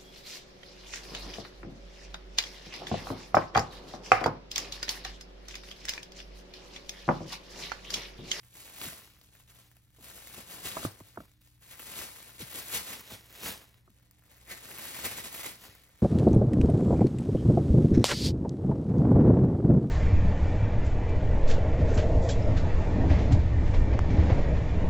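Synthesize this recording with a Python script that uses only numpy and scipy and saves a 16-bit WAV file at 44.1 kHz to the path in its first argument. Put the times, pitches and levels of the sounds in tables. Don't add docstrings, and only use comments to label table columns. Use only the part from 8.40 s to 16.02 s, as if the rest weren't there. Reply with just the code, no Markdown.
import sys
import numpy as np
from scipy import signal
from scipy.fft import rfft, irfft, next_fast_len
from scipy.io import wavfile

SR = 44100
rng = np.random.default_rng(int(sys.argv[2]) if len(sys.argv) > 2 else 0)


def dump_mix(stems):
    frames = np.atleast_2d(stems).T
    limited = np.clip(frames, -1, 1)
    pcm = np.round(limited * 32767).astype(np.int16)
    wavfile.write(sys.argv[1], SR, pcm)


def level_to_linear(level):
    exponent = np.asarray(level, float) / 20
    return 10 ** exponent


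N = 336042
PAD = next_fast_len(N + SR)
HZ = np.maximum(np.fft.rfftfreq(PAD, 1 / SR), 1)
COARSE_S = np.arange(0, N + 64, 64) / SR

# pitch_hz, density_db (per Hz)
RUMBLE = [(12, -31), (20, -2), (116, 7), (167, -4.5), (221, -5), (419, -26), (693, -57), (1840, -22),
          (2880, -50), (3220, -29.5), (7650, -40), (14500, -35), (15800, -54)]
RUMBLE_DB = -63.5
# pitch_hz, level_db (rms)
HUM = [(59.5, -73.5), (119, -73), (183, -84), (301, -85)]

# pitch_hz, left_lead_rad
PORT_PHASE = [(0, 0), (1500, 0), (2300, 1.1), (3700, 1.9), (4700, 1.5), (5400, -.3), (6300, -1.4),
              (7700, -2.1), (8600, -3.14), (9600, -4.2), (11500, -4.9), (13000, -6.0), (14000, -6.28),
              (16000, -6.5)]
# pitch_hz, left_minus_right_db
PORT_BALANCE = [(100, -2.5), (900, -3), (2200, -6), (4000, -0.5), (5300, -2), (7000, -6.5), (9000, -4),
                (16000, -4.5)]
# pitch_hz, reflected_re_direct_db
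DIFFUSE = [(60, -8), (600, -4), (2000, 0), (3500, -7.5), (5200, 2.5), (7400, -14), (8600, -9),
           (11000, -4.5), (14000, -11.5), (15700, 0.5)]
ROOM_T60_S = .2

# start_s, crinkle_db, rise_s (last 20 dB), hold_s, fall_s (20 dB)
RUSTLES = [(0.0, -73.2, 0.1, 0.067, 0.207), (0.16, -58.4, 0.062, 0.106, 0.174),
           (0.523, -62.0, 0.591, 0.067, 0.454), (0.95, -71.9, 0.153, 0.073, 0.054),
           (1.095, -68.9, 0.072, 0.12, 0.33), (1.611, -66.6, 0.13, 0.077, 0.163),
           (1.645, -60.7, 0.036, 0.18, 0.113), (2.284, -56.7, 0.108, 0.178, 0.105),
           (2.505, -69.3, 0.127, 0.329, 0.2), (3.016, -75.4, 0.03, 0.059, 0.311),
           (3.228, -64.6, 0.03, 0.102, 0.101), (3.448, -54.0, 0.099, 0.146, 0.218),
           (3.765, -61.4, 0.055, 0.189, 0.088), (4.051, -61.8, 0.039, 0.005, 0.162),
           (4.448, -51.3, 0.042, 0.049, 0.412), (4.921, -59.8, 0.087, 0.095, 0.154),
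           (5.253, -72.6, 0.4, 0.125, 0.064), (5.465, -80.3, 0.08, 0.19, 0.625),
           (5.932, -69.7, 0.291, 0.101, 0.147), (6.261, -53.9, 0.256, 0.13, 0.086),
           (6.459, -50.4, 0.234, 0.09, 0.272), (6.719, -49.8, 0.098, 0.088, 0.097),
           (7.29, -65.6, 0.125, 0.047, 0.511), (7.63, -65.4, 0.103, 0.1, 0.1)]
# peak_s, crinkle_db, rise_s (20 dB), fall_s (20 dB), hollow_re_crinkle_db
YANKS = [(0.43, -47.2, 0.135, 0.172, 0.0), (0.527, -53.3, 0.136, 0.037, 5.0),
         (1.873, -64.5, 0.036, 0.339, -4.0), (1.983, -54.2, 0.226, 0.174, 1.0),
         (2.123, -51.5, 0.072, 0.301, -0.0), (2.259, -42.6, 0.038, 0.12, 2.0),
         (2.37, -50.2, 0.04, 0.039, 6.0), (2.455, -44.6, 0.079, 0.02, -5.0),
         (3.316, -57.2, 0.02, 0.088, 9.0), (3.408, -53.9, 0.082, 0.082, 1.0),
         (3.63, -47.5, 0.209, 0.191, 1.0), (4.013, -47.1, 0.039, 0.043, 3.0),
         (4.18, -45.3, 0.14, 0.124, 1.0), (4.349, -37.9, 0.071, 0.094, 1.0),
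         (4.717, -51.8, 0.107, 0.115, -2.0), (5.049, -44.1, 0.078, 0.146, -3.0),
         (5.082, -44.3, 0.095, 0.127, -1.0), (6.116, -48.6, 0.051, 0.058, 11.0),
         (6.652, -40.6, 0.072, 0.11, 6.0), (6.85, -46.8, 0.028, 0.064, 1.0),
         (6.942, -49.9, 0.06, 0.185, 5.0), (7.0, -47.0, 0.057, 0.154, 6.0),
         (7.064, -47.5, 0.284, 0.105, 4.0), (7.241, -56.0, 0.222, 0.116, -1.0)]
# time_s, left_minus_right_db, bunch_db (bunched up: more flap, less sizzle)
PLACE = [(0, 4.5, -2), (.4, 4.5, .5), (.9, 5, 0), (1.8, 6, 0), (2.2, 6, 2.5), (2.6, 6, 1), (3.05, 6, -4),
         (3.4, 6, 0), (4.3, 6, -1), (4.8, 3, 2), (5.2, 4.5, 3), (5.8, 5.5, 3), (6.4, 5.5, 0.3),
         (7.0, 4.5, 0.6), (7.62, 4.5, 3)]
# pitch_hz, density_db (per Hz)
CRINKLE = [(35, -16), (70, 6.5), (150, 7.5), (400, 6.5), (1500, -1), (2200, 0), (4000, -1.5), (5600, -4),
           (7000, -3), (8500, 3), (10500, -3), (12000, -4.5), (15500, -8.5)]
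FLAP_DB, FLAP_PER_DB, FLAP_WANDER_DB = -1.7, -.04, .9
SIZZLE_DB, SIZZLE_PER_DB, SIZZLE_WANDER_DB = .3, .03, .8
SIZZLE_PER_BUNCH = -.6
RUSTLE_HOLLOW_DB, FOLDING_DB_PER_S = -1.5, .95
SHAKE_DB, SHAKE_FADE_S = -27, .09

# start_s, peak_db, pitch_hz, crack_re_peak_db
SNAPS = [(0.0322, -53, 2480, -15), (0.4414, -34, 5140, -4), (0.4147, -31, 4060, -13.5),
         (0.8132, -50, 6000, -12), (0.838, -59, 2360, 2), (6.994, -36, 1830, -11), (0.952, -51, 2200, -8),
         (7.0441, -35, 1930, -14), (1.1997, -56, 2030, -10), (1.3149, -54, 2100, -6),
         (1.3673, -55, 2380, -5), (1.505, -64, 2390, -4), (1.6106, -52, 2260, -9), (1.8724, -42, 2750, -5),
         (2.6025, -48, 2190, -9.5), (2.67, -58, 2940, 0), (2.703, -56, 2760, -11), (2.7595, -51, 1520, -10),
         (2.9158, -54, 7400, -23), (3.018, -57, 4130, -5), (3.0743, -53, 7000, -8),
         (3.2131, -58, 3220, -10), (5.3428, -50, 4730, -13), (5.502, -63, 4030, -3), (5.7109, -57, 2070, 0),
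         (5.8374, -57, 1900, -10), (5.916, -52, 1930, -8), (5.98, -54, 2020, -11), (6.0805, -48, 2020, -11),
         (7.436, -54, 5040, -5)]
CREASES_PER_S, CREASE_DB, CREASE_SPREAD_DB, CREASE_HZ = 30, 9.0, 2.5, 2200

# start_s, knock_peak_db, boom_re_knock_db, contact_ms, boom_hz (sunk pitch)
THUMPS = [(0.416, -45, -6, 4.1, 232), (0.523, -40, -16, 5.2, 203), (1.978, -48, 3, 3.0, 198),
          (2.269, -46, -21, 4.3, 127), (2.368, -21.5, -42, 4.3, 146), (2.393, -36, -9, 2.5, 88.8),
          (2.428, -29.5, -20, 3.0, 151), (2.45, -15, -13.5, 1.4, 113), (2.605, -43.5, -1, 4.2, 102),
          (2.773, -27.5, -11.5, 3.4, 192), (2.803, -37, -9, 3.4, 158), (2.835, -50, -10, 3.0, 112),
          (4.716, -47, 5, 3.5, 93), (6.662, -32, -13, 2.6, 210), (6.861, -45, -8, 2.6, 135),
          (7.281, -51.5, 2, 2.5, 83.4)]
# start_s, knock_peak_db, boom_re_knock_db, contact_ms, boom_hz (sunk pitch)
FLOPS = [(4.004, -54, 15, 1.9, 84), (0.45, -51, 9, 3.0, 85), (1.585, -58, 3, 3.0, 150),
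         (4.13, -55, 4, 3.4, 220), (5.475, -51, -9, 5.3, 151)]
# pitch_hz, level_db, t60_s
KNOCK = [(1210, 18, 0.0078), (1010, -1, 0.022), (680, 7, 0.03), (470, -18, 0.026)]
# pitch_hz, level_db, t60_s
BOOM = [(327, 0, 0.012), (186, -25, .05), (101.7, 1, 0.21)]
BOOM_T60_S = .08
THUMP_SINK_MS, FLOP_SINK_MS = 4.6, 14

# start_s, end_s, corner_hz
MONO_TOP = [(0.60, 0.80, 7600), (1.22, 1.31, 6000), (2.78, 2.91, 5800), (2.94, 3.03, 5800),
            (4.21, 4.26, 7000), (4.56, 5.47, 5100), (7.17, 7.42, 7000)]
WEAK_DB = -9


def rms_one(x):
    return x / np.sqrt(np.mean(x ** 2) + 1e-20)


def in_time(rows):
    s, *columns = np.transpose(rows)
    return [np.interp(np.arange(N) / SR, s, c) for c in columns]


def on_grid(points):
    hz, db = np.array(points).T
    return np.interp(np.log(HZ), np.log(np.maximum(hz, 1)), db)


def shaped(x, response):
    return irfft(rfft(x, PAD) * response, PAD)[..., :N]


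def drift(rate):
    r = np.exp(-80 * np.pi * rate / SR)
    slow = signal.lfilter([1], [1, -2 * r, r * r], rng.standard_normal(N // 40 + 2002))[2000:]
    return np.interp(np.arange(N) / 40, np.arange(len(slow)), rms_one(slow))


def ring(clicks, hz, t60):
    r, w = level_to_linear(-60 / (t60 * SR)), 2 * np.pi * hz / SR
    return signal.lfilter([0, np.sin(w)], [1, -2 * r * np.cos(w), r * r], clicks + 1e-18)


def ports(pair, wet_db):
    t = np.arange(SR // 2) / SR
    echoes = rng.standard_normal((2, len(t))) * level_to_linear(-60 * t / ROOM_T60_S) * (t > .002)
    echoes = rfft(echoes / np.sqrt(np.sum(echoes ** 2, axis=1, keepdims=True)), PAD)
    side = np.array([[.5], [-.5]])
    direct = np.exp(1j * side * np.interp(HZ, *np.transpose(PORT_PHASE)))
    wet = level_to_linear(on_grid(DIFFUSE) + wet_db)
    heard = (direct + wet * echoes) / np.sqrt(1 + wet ** 2)
    return shaped(pair, level_to_linear(side * on_grid(PORT_BALANCE)) * heard)


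def room_tone():
    spread = np.array([HZ ** 0, np.clip(HZ / 900, .2, .5)])
    near, far = shaped(rng.standard_normal((2, N)), level_to_linear(on_grid(RUMBLE)) * spread)
    noise = level_to_linear(RUMBLE_DB - 4.0) * ports(np.array([near + far, near - far]), wet_db=0) / np.std(near)
    t = np.arange(N) / SR
    hum = sum(level_to_linear(db + 5 + 2.3 * drift(2)) * np.sin(2 * np.pi * hz * t + 0.53 * drift(2.2)) for hz, db in HUM)
    return noise + hum


def swell(s, peak_db, rise_s, hold_s, fall_s):
    t = COARSE_S - s
    away = np.maximum(-t / rise_s, (t - hold_s) / fall_s)
    return level_to_linear(2 * peak_db - 40 * np.maximum(away, 0))


def pull(bunch_db):
    rustle = sum(swell(*row) for row in RUSTLES)
    yanks = [swell(s, db, rise_s, 0, fall_s) for s, db, rise_s, fall_s, hollow_db in YANKS]
    power = rustle + sum(yanks)
    hollow = rustle * level_to_linear(2 * (RUSTLE_HOLLOW_DB + FOLDING_DB_PER_S * COARSE_S))
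    hollow = hollow + sum(yank * level_to_linear(2 * row[-1]) for yank, row in zip(yanks, YANKS))
    shake = sum(swell(s, db + max(boom_db, 0) + SHAKE_DB, .008, 0, SHAKE_FADE_S)
                for s, db, boom_db, *rest in THUMPS + FLOPS)
    curves = [COARSE_S, 10 * np.log10(power), 10 * np.log10(hollow / power), shake / power]
    crinkle_db, hollow_db, shake = in_time(np.transpose(curves))
    effort_db = crinkle_db + 55
    flap_db = FLAP_DB + FLAP_PER_DB * effort_db + bunch_db + FLAP_WANDER_DB * drift(5.0)
    flap = level_to_linear(2 * flap_db) + shake
    sizzle_db = SIZZLE_DB + SIZZLE_PER_DB * effort_db + SIZZLE_PER_BUNCH * bunch_db
    sizzle_db = sizzle_db + SIZZLE_WANDER_DB * drift(6.0)
    return crinkle_db, 10 * np.log10(flap), sizzle_db, hollow_db


def crinkle(crinkle_db, flap_db, sizzle_db, hollow_db, busy=5500, spread_db=3.0, clump_db=1.5):
    chance = np.clip(busy * level_to_linear(.6 * (crinkle_db + 50)) / SR, .012, .6)
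    sizes = level_to_linear(spread_db * np.minimum(rng.exponential(1, N), 4.2)) * rng.choice([-1, 1], N)
    clumps = level_to_linear(clump_db * drift(27) + 1.3 * drift(6.7))
    clicks = sizes * (rng.random(N) < chance) * clumps / np.sqrt(chance)
    pitches, dealt = np.geomspace(600, 13000, 6), rng.integers(0, 12, N)
    facets = sum(rms_one(ring(clicks * (dealt == k), hz, 4.8 / hz)) * np.sqrt(hz / 14000)
                 for k, hz in enumerate(pitches))
    sheet = rms_one(clicks * (dealt >= 6)) + 0.75 * rms_one(facets)
    low, high = 1 / (1 + (HZ / 1500) ** 4), 1 / (1 + (9000 / HZ) ** 6)
    hollow = 1 / (1 + ((HZ - 2000) / 250) ** 2)
    bands = np.array([(1 - low) * (1 - high) * (1 - hollow), low, high, hollow])
    parts = shaped(sheet, level_to_linear(on_grid(CRINKLE)) * bands)
    gains = [1, level_to_linear(flap_db - 6.5), level_to_linear(sizzle_db - 0.5), level_to_linear(hollow_db - 12.7)]
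    return level_to_linear(crinkle_db) * sum(gain * rms_one(part) for gain, part in zip(gains, parts))


def snaps(rows):
    out, t = np.zeros(N), np.arange(800) / SR
    for (s, peak_db, hz, crack_db), noise in zip(rows, rng.standard_normal((len(rows), 800))):
        tick = noise * (np.exp(-t / .0009) + .3 * np.exp(-t / .006))
        body = .35 * rms_one(tick) + rms_one(ring(tick, hz, 4 / hz))
        crack = np.diff(tick, prepend=0)
        snap = body / abs(body).max() + level_to_linear(crack_db + 11) * crack / abs(crack).max()
        at = round(s * SR)
        out[at:at + 800] += level_to_linear(peak_db + 4) * snap[:N - at]
    return out


def creases(crinkle_db):
    when, size, pitch, crack = rng.random((int(CREASES_PER_S * N / SR), 4)).T
    at = (when * (N - 1)).astype(int)
    peak_db = crinkle_db[at] + CREASE_DB - CREASE_SPREAD_DB * np.log(size + .05)
    return list(zip(at / SR, peak_db, CREASE_HZ * (.8 + 2.0 * pitch ** 3), -14 + 10.5 * crack))


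def thumps():
    out, t = np.zeros((2, N)), np.arange(5000) / SR
    rows = [(*row, THUMP_SINK_MS) for row in THUMPS] + [(*row, FLOP_SINK_MS) for row in FLOPS]
    noises = rng.standard_normal((len(rows), 5000))
    for (s, peak_db, boom_db, ms, boom_hz, sink_ms), noise in zip(rows, noises):
        press = np.exp(-t * 1000 / max(ms, .3)) + 0.02 * np.exp(-t / 0.041)
        contact = noise * press * np.minimum(t / 0.00056, 1)
        knock = sum(level_to_linear(db) * ring(contact, hz, t60) for hz, db, t60 in KNOCK)
        knock = signal.sosfilt(signal.butter(6, 1550, fs=SR, output="sos"), knock)
        sunk = 1 - np.exp(-t * 1000 / sink_ms)
        boom = np.sin(2 * np.pi * np.cumsum(boom_hz + 600 * (1 - sunk)) / SR)
        boom *= sunk * level_to_linear(-60 * np.maximum(t - sink_ms / 450, 0) / BOOM_T60_S)
        boom += 0.13 * sum(level_to_linear(db) * rms_one(ring(contact, hz, t60)) for hz, db, t60 in BOOM)
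        boom = signal.sosfilt(signal.butter(2, 60, "high", fs=SR, output="sos"), boom)
        knock, boom = knock / abs(knock).max(), level_to_linear(boom_db) * boom / abs(boom).max()
        late = np.roll(knock, 8)
        at = round(s * SR)
        out[:, at:at + 5000] += level_to_linear(peak_db) * np.array([level_to_linear(-4.5) * late + boom, level_to_linear(-2.0) * knock + boom])
    return out


def scene():
    pan_db, bunch_db = in_time(PLACE)
    pan_db = pan_db * np.array([[.5], [-.5]])
    crinkle_db, *colour_db = pull(bunch_db)
    tugs_db = 1.4 * drift(30)
    panned = level_to_linear(-.9 + tugs_db + pan_db)
    paper = sum(ports(crinkle(crinkle_db, *colour_db) * panned, wet_db=.1) for region in range(3))
    lone = ports(snaps(SNAPS + creases(crinkle_db)) * level_to_linear(pan_db), wet_db=-8)
    return paper + lone + thumps() + room_tone()


def thrift(mid, side):
    frames = dict(nperseg=2048, noverlap=1024, window="cosine")
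    spectra = signal.stft(np.array([mid, side]), **frames)[2]
    bands = spectra[:, :1024].reshape(2, 32, 32, -1)
    power = np.sum(abs(bands) ** 2, axis=2, keepdims=True)
    kept = power > level_to_linear(2 * WEAK_DB) * power[::-1]
    kept[:, :8] = True
    spectra[:, :1024] = (bands * kept).reshape(2, 1024, -1)
    spectra[:, 739:] = 0
    return signal.istft(spectra, **frames)[1][:, :N]


def low_pass(x):
    return signal.sosfilt(signal.butter(12, 16470, fs=SR, output="sos"), x)


def record(dry):
    mid, side = thrift((dry[0] + dry[1]) / 2, (dry[0] - dry[1]) / 2)
    kept = side.copy()
    for start, end, corner_hz in MONO_TOP:
        a, b = round(start * SR), round(end * SR)
        ramp = np.arange(b - a)
        fade = np.clip(np.minimum(ramp, ramp[::-1]) / 500, 0, 1)
        dull = signal.sosfiltfilt(signal.cheby2(8, 40, corner_hz, fs=SR, output="sos"), side[a:b])
        kept[a:b] += fade * (dull - side[a:b])
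    return low_pass(np.array([mid + kept, mid - kept]))


dry = scene()
out = record(dry)
dump_mix(out)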